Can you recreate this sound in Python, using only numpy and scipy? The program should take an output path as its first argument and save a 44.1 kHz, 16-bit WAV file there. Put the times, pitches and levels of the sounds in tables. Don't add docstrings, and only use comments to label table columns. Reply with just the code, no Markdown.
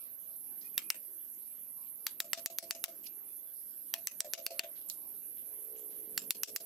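import sys
import numpy as np
from scipy import signal
from scipy.fft import rfft, irfft
from scipy.io import wavfile
from scipy.ndimage import uniform_filter1d, minimum_filter1d

SR = 44100
rng = np.random.default_rng(int(sys.argv[2]) if len(sys.argv) > 2 else 0)


def file_out(sig):
    cols = np.atleast_2d(sig).T
    lim = np.clip(cols, -1, 1)
    pcm = np.round(lim * 32767).astype(np.int16)
    wavfile.write(sys.argv[1], SR, pcm)


N = 293265

# (time [s], firing rate [Hz], level [dB])
ENGINE_COURSE = [(4.9, 59.5, -110), (5.2, 59.7, -82), (5.5, 61.2, -73), (5.7, 62.24, -61.5),
                 (5.9, 60.5, -63), (6.15, 61.43, -65), (6.65, 60.8, -59)]
# (centre [Hz], width [Hz], level [dB])
EXHAUST_MODES = [(436, 112, 40), (260, 36, -23), (563, 91, -33.5)]
# (frequency [Hz], level [dB per Hz])
FOREST_COLOUR = [(15, -69), (25, -30), (150, -12.5), (183, -8.5), (272, -6), (308, 5.5), (481, -2.5),
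                 (580, -2), (690, -1), (740, -8.5), (2810, -14.5), (3430, -15.5), (3690, -15), (8600, -13),
                 (9500, -8.5), (12400, -32), (20900, -120)]
# (time [s], level [dB])
BREEZE_LEVEL = [(0, -71.5), (.65, -72.5), (1.4, -74.5), (1.93, -73.5), (2.39, -70.5), (3.13, -69.5),
                (3.65, -74.5), (4.41, -69), (5.08, -71), (5.74, -70.5), (6.2, -67), (6.65, -66)]
# (time [s], level [dB])
CICADA_LEVEL = [(0, -51), (.6, -49), (1.2, -50), (2, -50), (2.8, -50), (3.3, -51), (3.7, -49.5),
                (4.3, -49.5), (4.9, -49), (5.9, -49), (6.65, -48)]
# (frequency [Hz], level [dB per Hz])
HIGH_COLOUR = [(10800, -30), (11500, -6), (12300, 0), (12950, -2.5), (13250, -7), (13700, -26),
               (14400, -29.5), (15420, -16), (15600, -66)]
LOW_COLOUR = [(10200, -46), (10500, -7), (11000, -4.5), (11600, -5.5), (12200, -11)]
EDGE_COLOUR = [(9000, -16), (9350, -13.5), (9700, 1.5), (10300, 3.5), (10700, 9.5), (11000, -35)]
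# (time [s], depth [relative dB], depth at the very edge [relative dB])
SONG_DIPS = [(0.092, -9.0, -19), (0.176, -12, -19), (0.249, -7, -8), (0.335, -3, -2), (0.445, 0, -3),
             (0.545, -5, -7), (0.635, -7.0, -8), (0.726, -10.0, -16), (0.81, -14.5, -10),
             (0.936, -11.0, -8.0), (1.02, -4.5, -1), (1.095, -3.0, -3), (1.195, -2, -6), (1.277, -6, -13.0),
             (1.367, -4, -10.0), (1.443, -3.0, -5), (1.574, -4, -10), (1.666, -4, -6), (1.75, -4, -2),
             (1.862, -6.0, -13.0), (1.98, -5, -11.0), (2.161, -9, -15), (2.281, -16, -8), (2.361, -13, -14),
             (2.49, -13, -10), (2.558, -9, -19), (2.672, -9, -6), (2.78, -4, -6), (2.933, -12, -10.0),
             (3.019, -15, -14.0), (3.115, -13, -9), (3.221, -12, -20), (3.334, 0, -2), (3.42, -5, -11),
             (3.506, -4.0, -8), (3.64, -2, -12.0), (3.734, -5, -4), (3.813, -3.5, -9), (3.93, -3, -6.0),
             (4.037, -6, -8), (4.145, -4.0, 2), (4.274, -11.0, -9), (4.406, -11.0, -9), (4.545, -3, -5),
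             (4.623, -16, -10.0), (4.66, -8, -8.0), (4.755, -7.0, -14.0), (4.849, -8, -12.0),
             (4.959, -1, -3), (5.045, -5, -7), (5.132, -5, -3), (5.212, -3, -7), (5.342, -1, -8),
             (5.438, -3, -12.0), (5.517, -2, -10.0), (5.661, -3, -7), (5.751, -6, -12.0),
             (5.831, -7.0, -12.0), (5.933, -4, -7.0), (6.074, -5.0, -9.0), (6.154, -4, -8.0),
             (6.246, -6.0, -10.0), (6.334, -9.0, -8.0), (6.461, -9, -5), (6.589, -8, -2)]
# (middle [s], half length [s], pitch [Hz], rise [Hz], level [dB])
BIRD_NOTES = [(.138, .018, 2830, -80, -77), (.663, .019, 2480, 50, -63), (.760, .012, 2470, 0, -68),
              (.825, .022, 2460, 30, -61), (.872, .018, 2480, 60, -62), (3.31, .03, 3470, 0, -80),
              (3.395, .025, 3470, 0, -77), (3.485, .03, 3450, -30, -75)]
# (time [s], level [dB], centre [Hz], width [Hz], 60 dB decay [s])
CHISEL_RUBS = [(0.609, -62.5, 4900, 2500, 0.38), (1.331, -60.5, 7000, 2500, 0.13),
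               (3.034, -56, 7500, 6000, 0.14), (3.038, -65, 2720, 900, 0.25), (3.072, -57, 4800, 3000, 0.1),
               (4.754, -64, 3760, 2500, 0.41), (4.886, -48.5, 8400, 4020, 0.24),
               (4.9, -54, 4730, 4000, 0.2), (5.368, -67, 3220, 3030, 0.32), (5.75, -69.5, 2500, 2520, 0.46),
               (5.763, -62.5, 7100, 1950, 0.5), (5.899, -69.5, 3540, 4100, 0.84)]
# (time [s], level [dB], centre [Hz], width [Hz], 60 dB decay [s], 60 dB growth before the time [s])
CHIP_SNAPS = [(1.0516, -50, 14500, 2000, .03, .002), (2.8904, -50, 14500, 2000, .012, .002),
              (3.0388, -41, 14700, 1800, .006, .001), (3.0355, -56, 8500, 3000, .01, .001),
              (3.0705, -44, 4900, 1500, .025, .04), (3.069, -51, 2700, 700, .015, .04),
              (4.8993, -26.5, 11500, 7000, .009, .0003), (4.8993, -30, 5700, 2000, .009, .0003),
              (4.8995, -39, 4200, 900, .05, .0005), (6.0902, -56, 14500, 2000, .015, .002)]
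# (time [s], crack peak [dB], knock below 2.3 kHz [dB],
#  mode near 2.8 kHz [dB], top above 10 kHz [dB], more above 13 kHz [dB],
#  chisel's loudest ring [Hz], [dB], its next ring [Hz], [dB],
#  pole ring [dB], its lower modes [dB], tail [dB], tail below 3 kHz [dB],
#  band lingering in the tail [Hz], [dB], left minus right of crack and tail [dB])
HAMMER_BLOWS = [(0.7788, -9.5, -2.5, 3, 9, 2, 3700, 12.5, 5560, 6.5, -47, -1, -1.5, 2, 5500, 1, 1.5),
                (0.9027, -6, -2.5, -7, 4, 1, 5380, 9.5, 8500, 2, -41, 8.5, -1, 4.5, 8200, 6, 0.5),
                (2.0675, -9.5, -2, -15, -1, 2, 2400, 2.5, 4100, -3, -50, -5, -6, 4.5, 3600, 7, 3.5),
                (2.2031, -7.5, 2, -3, -0.5, 11, 3820, 8.5, 7300, 3.5, -27.5, 0, -3.5, -0.5, 7300, 9, 3.5),
                (2.3323, -4.5, 5.5, -2.5, -2.5, -4, 7400, 4, 12500, 7, -22.5, -4.5, 2, -2.5, 3330, 0, 1),
                (2.46, -4.5, 1, -5, 4.5, 6, 7240, 5, 12500, 10, -23, -6.5, -3, -4, 7460, 3, 2),
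                (2.5857, -2.5, -3, -5.5, 5.5, 4, 6450, 6, 12800, 11, -26.5, -1.5, -1, -4, 5600, -3, 1.5),
                (2.709, -6.5, 4, 1, -4.5, -7, 4650, 6, 7730, 5, -24, 0.5, 0, -2.5, 5170, 2, 2.5),
                (2.8404, -4.5, 2.5, -2, 2.5, 4, 3700, 5.5, 11500, 3, -23.5, 1.5, -2, 0.5, 5800, 2, 2),
                (3.9395, -11.5, -5.5, -1, -4, 0, 3260, 3.5, 11930, 7, -23.5, -10, -3.5, 3.5, 3300, -8, 1.5),
                (4.072, -9, -2, -9, 4, -2, 5880, 15, 7900, 14.5, -48, 14, -3.5, 2.5, 6300, 10, 2),
                (4.205, -4.5, -3, -15, -3, -11, 8050, 10.5, 5800, 8, -24.5, 3.5, -2, 1, 7700, -5, 0),
                (4.3357, -4, -4, 0.5, 2.5, 2, 5690, 8, 6700, 5, -20.5, 1, -2, 0, 6060, 8, 4),
                (4.4650, -2.5, -9, -0.5, 5, -4, 4570, 6, 8960, 4, -20, -3, -0.5, -2, 4670, -7, -1),
                (4.5938, -5, -10, 7, 0.5, 5, 4620, 13.5, 6530, 1.5, -16.5, -3, -1.5, -0.5, 2550, 5, 1.5),
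                (6.1774, -8, 3, 4, 1, -1, 4340, 5.5, 10660, 5.5, -57, 5, -1, -5, 7560, 9, -3),
                (6.307, -4, -9, 0, 3.5, -6, 3980, 5.5, 7440, 4, -47, -8, 0, -9.5, 2707, 1, 1.5),
                (6.4339, -2, 0.5, -1, 8, 0, 6100, 10, 11200, 6, -34, 0, 1, -10, 5600, 7, 1.5),
                (6.562, -5.5, -0.5, -2, 2.5, -0.5, 7460, 6.5, 5380, 6, -29.5, -5, -1, -8, 5430, 6, 0.5)]
# (centre [Hz], width [Hz], level [dB])
CRACK_MODES = [(1030, 500, -21.5), (1960, 644, 1), (2760, 216, 6), (3760, 780, -4.5), (4595, 590, -0.5),
               (5270, 420, -3.5), (5980, 680, 0.5), (7530, 480, 1), (8800, 920, -5), (10410, 770, -0.5),
               (11470, 630, 2.5), (12380, 740, 4), (13250, 500, -4), (15300, 490, -6)]
# (pitch [Hz], level [dB], 60 dB decay [s], build-up [s])
POLE_MODES = [(239, -21, 0.092, 0.023), (364.4, -21.5, .18, 0.036), (537, -12, 0.22, 0.083),
              (600, -9.5, 0.21, 0.064), (669, -0.8, 0.16, 0.041), (719, -15, 0.12, 0.027),
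              (895, -21, 0.078, .02)]
# (frequency [Hz], gain [dB])
SCATTER_COLOUR = [(500, -5), (900, 7), (1500, 4), (3000, 6), (5000, 5.5), (8000, 6.5), (10000, 5.5),
                  (13000, -3.5), (15500, 8), (16500, -60)]
# (upper edge [Hz], share of the duck, part that sets in late, part that recovers slowly)
SUPPRESSOR_BANDS = [(905, 1.02, 0.84, 0.01), (8900, 0.87, 0.79, 0.066), (12000, 1.2, 0.88, 0.56),
                    (20200, 1.15, 0.76, 0.32)]

DIP_S, EDGE_DIP_S = 0.019, 0.019
EDGE_WAVER_DB = 1.5
RUB_RISE_S, RUB_PAN_DB = 0.0021, -1
CLICK, RING_WIDTH_HZ = 3.27, 335
LOOSE_DB, LOOSE_HZ = -9, 45
THUMP_HZ, THUMP_DB, THUMP_T60_S = 444, 2, 0.0092
SCATTER_DB, SMEAR = -23, 2.6
PATCHY_DB, FINE_DB = 3, 2
THRESHOLD_DB = -18.5
AHEAD_S, RAMP_S, HOLD_S = .003, .003, .039
LATE_S, SLOW_S = 0.009, .04
BITE, WARM_BITE, FULL_BITE, MEMORY_S = 0.024, 9.7, 1.345, 0.54
RUMBLE_HZ, TOP_HZ = 76.4, 16600


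def undb(db):
    return 10 ** (np.asarray(db) / 20)


def level(x, db):
    return x * undb(db) / np.sqrt(np.mean(x ** 2))


def pan(db):
    return undb(np.array([[db], [-db]]) / 2)


def curve(table, column=1):
    return np.interp(np.arange(N) / SR, np.array(table)[:, 0], np.array(table)[:, column])


def hertz(size):
    return np.maximum(np.fft.rfftfreq(size, 1 / SR), 1)


def gains(points, size):
    hz, db = np.transpose(points)
    return undb(np.interp(np.log(hertz(size)), np.log(hz), db, -200, -200))


def peaks(rows, size):
    f = hertz(size)
    return sum(undb(db) / (1 + 1j * (f - hz * hz / f) / width) for hz, width, db in rows)


def noise(gain, alike, size):
    mid, side = rfft(rng.standard_normal((2, size)))
    alike = np.clip(alike, 0, 1)
    both = np.sqrt(1 + alike) * mid + np.sqrt(1 - alike) * side * np.array([[1], [-1]])
    return level(irfft(both * gain, size), 0)


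def steps(size, length):
    return np.repeat(rng.standard_normal(size // length), length)


def walk(rate):
    k = int(SR / rate)
    held = np.repeat(rng.standard_normal(N // k + 1), k)
    return 1.45 * uniform_filter1d(uniform_filter1d(held, k), k)[:N]


def add(out, sound, s):
    i = int(s * SR)
    out[:, i:i + sound.shape[1]] += sound[:, :N - i]


def fade(t, rise, t60):
    return (1 - np.exp(-t / rise)) * undb(-60 * t / t60)


def lag(x, s):
    keep = np.exp(-1 / (s * SR))
    return signal.lfilter([1 - keep], [1, -keep], x)


def engine():
    rate = curve(ENGINE_COURSE) * (1 + 0.009 * walk(30))
    turns = np.floor(np.cumsum(rate) / SR).astype(int)
    strength = undb(2.0 * rng.standard_normal(N // 100))
    pulses = np.diff(turns, prepend=0) * strength[turns]
    exhaust = irfft(rfft(pulses) * peaks(EXHAUST_MODES, N) ** 2, N)
    return level(exhaust, 0) * undb(curve(ENGINE_COURSE, column=2) + 1.2 * walk(12))


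def forest():
    f, gain, leaves = hertz(N), gains(FOREST_COLOUR, N), 0
    for lo in 900 * 2 ** (np.arange(12) / 3):
        part = gain * (f > lo) * (f <= lo * 2 ** (1 / 3))
        flicker = undb(3.2 * walk(22.006) + 0.93 * walk(3.35))
        leaves = leaves + noise(part, 0.018, N) * np.sqrt(np.mean(part ** 2)) * flicker
    out = level(leaves, -68.5)
    # lower edge [Hz], upper edge [Hz], offset [dB]
    for lo, hi, db in [(19.6, 65, -21.0), (70, 140, -13.5), (144.7, 280, -4.0),
                       (266.3, 480, -1.0), (475.0, 730, -5.5), (735, 900, -14)]:
        swell = undb(curve(BREEZE_LEVEL) + db + 1.97 * walk(11) + 1.73 * walk(4.02))
        out = out + noise(gain * (f > lo) * (f <= hi), 0.85, N) * swell
    return out


def cicadas():
    coarse_t = np.arange(0, N, 32) / SR
    when, depth_db, edge_db = np.transpose(SONG_DIPS)

    def dip(db, half):
        bells = np.exp(-((coarse_t - when[:, None]) / half) ** 2)
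        return np.repeat(np.minimum(db, 0) @ bells, 32)[:N]

    pulsing = np.sin(2 * np.pi * 130 * np.arange(N) / SR + 3 * walk(4.3))
    buzz = undb(0.81 * walk(260) + 0.8 * pulsing)
    high = noise(gains(HIGH_COLOUR, N), 0.019, N) * undb(0.5 * walk(25))
    colour, low = gains(LOW_COLOUR, N), 0
    lower = 1 / (1 + (hertz(N) / 11150) ** 40)
    for part, share, half in [(lower, 1.9, DIP_S), (1 - lower, 1.1, 0.77 * DIP_S)]:
        weight = np.sqrt(np.mean((colour * part) ** 2) / np.mean(colour ** 2))
        dipping = undb(dip(share * depth_db, half) + 0.5 + 0.89 * walk(26))
        low = low + noise(colour * part, 0.018, N) * weight * dipping
    edge_level = dip(2.0 * edge_db, EDGE_DIP_S) - 10 + EDGE_WAVER_DB * walk(11)
    edge = noise(gains(EDGE_COLOUR, N), 0.023, N) * undb(edge_level)
    return pan(-9.0) * undb(curve(CICADA_LEVEL)) * buzz * (high + low + edge)


def birds():
    t, out = np.arange(N) / SR, 0
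    paths = 0.8 + 0.4 * (walk(200) + 1j * walk(200))
    for s, half, hz, rise_hz, db in BIRD_NOTES:
        u = np.clip((t - s) / half, -3, 3)
        phase = 2j * np.pi * np.cumsum(hz + rise_hz * u / 2) / SR
        out = out + undb(db) * np.exp(-u ** 2) * np.exp(phase)
    return np.real(out * paths)


def scrapes(size=16384):
    out, t = np.zeros((2, N)), np.arange(size) / SR

    def band(db, hz, width):
        return undb(db) * noise(peaks([(hz, width, 0)], size) ** 2, 0.11, size)

    for s, db, hz, width, t60 in CHISEL_RUBS:
        grit = undb(4 * steps(size, 64))
        add(out, pan(RUB_PAN_DB) * band(db, hz, width) * grit * fade(t, RUB_RISE_S, t60), s)
    for s, db, hz, width, t60, grow in CHIP_SNAPS:
        swell = undb(np.minimum(60 * (t / grow - 1), 60 * (grow - t) / t60))
        add(out, band(db, hz, width) * swell, s - grow)
    return out


def steel_crack(colour, t):
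    size = len(t)
    splinter = fade(t, .0001, .006) + undb(-28) * fade(t, .001, .045)
    burst = noise(1, 1.0 - hertz(size) / 18000, size) * splinter
    burst[:, 1] += CLICK
    spectrum = rfft(burst)
    white = spectrum / uniform_filter1d(np.abs(spectrum), size=300)
    crack = irfft(white * colour, size) * (t < .2)
    return crack / np.abs(crack).max()


def pole_ring(lower_db, t):
    ring, size = 0, len(t)
    for hz, db, t60, rise in POLE_MODES:
        gain = undb(db + lower_db * (500 < hz < 640) + 1.7 * rng.standard_normal())
        phase = 2 * np.pi * rng.random() + .5 * rng.standard_normal((2, 1))
        tone = np.sin(2 * np.pi * hz * t + phase)
        loose = noise(peaks([(hz, LOOSE_HZ, 0)], size) ** 2, 1.0, size) / 2
        loose = loose * undb(LOOSE_DB * (640 < hz < 700))
        ring = ring + gain * (tone + loose) * fade(t, rise, t60)
    return ring * (1 - np.exp(-t / 0.0016))


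def scattered_tail(linger, t):
    size = len(t)
    lines = size // 2 + 1
    grit = undb(2.5 * steps(size, 128))
    patches_db = PATCHY_DB * steps(65 * 128, 128)[:lines] + FINE_DB * steps(513 * 16, 16)[:lines]
    colour = linger * undb(patches_db) * gains(SCATTER_COLOUR, size)
    return noise(colour, 0.097, size) * grit * fade(t, 0.00027, 0.14)


def hammer(size=16384):
    out, t, f = np.zeros((2, N)), np.arange(size) / SR, hertz(size)
    for (s, db, knock_db, mode_db, top_db, air_db, chisel_hz, chisel_db, next_hz, next_db,
         ring_db, lower_db, tail_db, dull_db, band_hz, band_db, pan_db) in HAMMER_BLOWS:
        modes = []
        for hz, width, mode_level in CRACK_MODES:
            mode_level += knock_db * (hz < 2300) + mode_db * (2300 < hz < 3300)
            mode_level += top_db * (hz > 10000) + air_db * (hz > 13000)
            modes.append((hz, width, mode_level + 1.93 * rng.standard_normal()))
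        edges = 1 / (1 - 1j * 500 / f) ** 2 / (1 + (f / 16000) ** 12)
        tilt = undb(np.array([[-1], [1]]) * 0.65 * np.log2(f / 5000))
        edges = edges * pan(pan_db) * tilt
        chisel = [(chisel_hz, RING_WIDTH_HZ, chisel_db), (next_hz, RING_WIDTH_HZ, next_db)]
        crack = steel_crack(peaks(modes + chisel, size) * edges, t)
        smeared = [(hz, SMEAR * width, d) for hz, width, d in modes]
        linger = peaks(smeared + [(band_hz, 700, band_db)], size) * edges
        linger = linger * undb(dull_db / (1 + (f / 3100) ** 8))
        tail = undb(SCATTER_DB + tail_db) * scattered_tail(linger, t)
        ring = undb(ring_db) * pole_ring(lower_db, t)
        thump = np.sin(2 * np.pi * THUMP_HZ * t) * fade(t, 0.0022, THUMP_T60_S)
        thump = undb(ring_db + THUMP_DB) * thump
        add(out, undb(db) * (crack + tail + ring + thump), s)
    return out


def scene():
    return engine() + forest() + cicadas() + birds() + scrapes() + hammer()


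def record(dry):
    over_db = np.minimum(THRESHOLD_DB - 20 * np.log10(np.abs(dry).max(axis=0) + 1e-9), 0)
    ahead, hold = int(AHEAD_S * SR), int(HOLD_S * SR)
    held = np.roll(minimum_filter1d(over_db, ahead + hold), (hold - ahead) // 2)
    busy = lag(1. * (held < 0), MEMORY_S)
    bite = np.minimum(BITE + WARM_BITE * busy, FULL_BITE)
    quick = uniform_filter1d(held * bite, int(RAMP_S * SR))
    late = np.maximum(lag(quick, LATE_S) - quick, 0)
    slow = np.minimum(lag(quick, SLOW_S) - quick, 0)
    f, spectrum, out, below = hertz(N), rfft(dry), 0, 0
    for hz, share, late_part, slow_part in SUPPRESSOR_BANDS:
        under = 1 / (1 + (f / hz) ** 8)
        duck_db = share * (quick + late_part * late + slow_part * slow)
        out = out + irfft(spectrum * (under - below), N) * undb(duck_db)
        below = under
    bass_cut = signal.butter(2, RUMBLE_HZ, "high", fs=SR, output="sos")
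    top_cut = signal.ellip(10, .2, 80, TOP_HZ, fs=SR, output="sos")
    return signal.sosfilt(top_cut, signal.sosfilt(bass_cut, out))


dry = scene()
out = record(dry)
file_out(out)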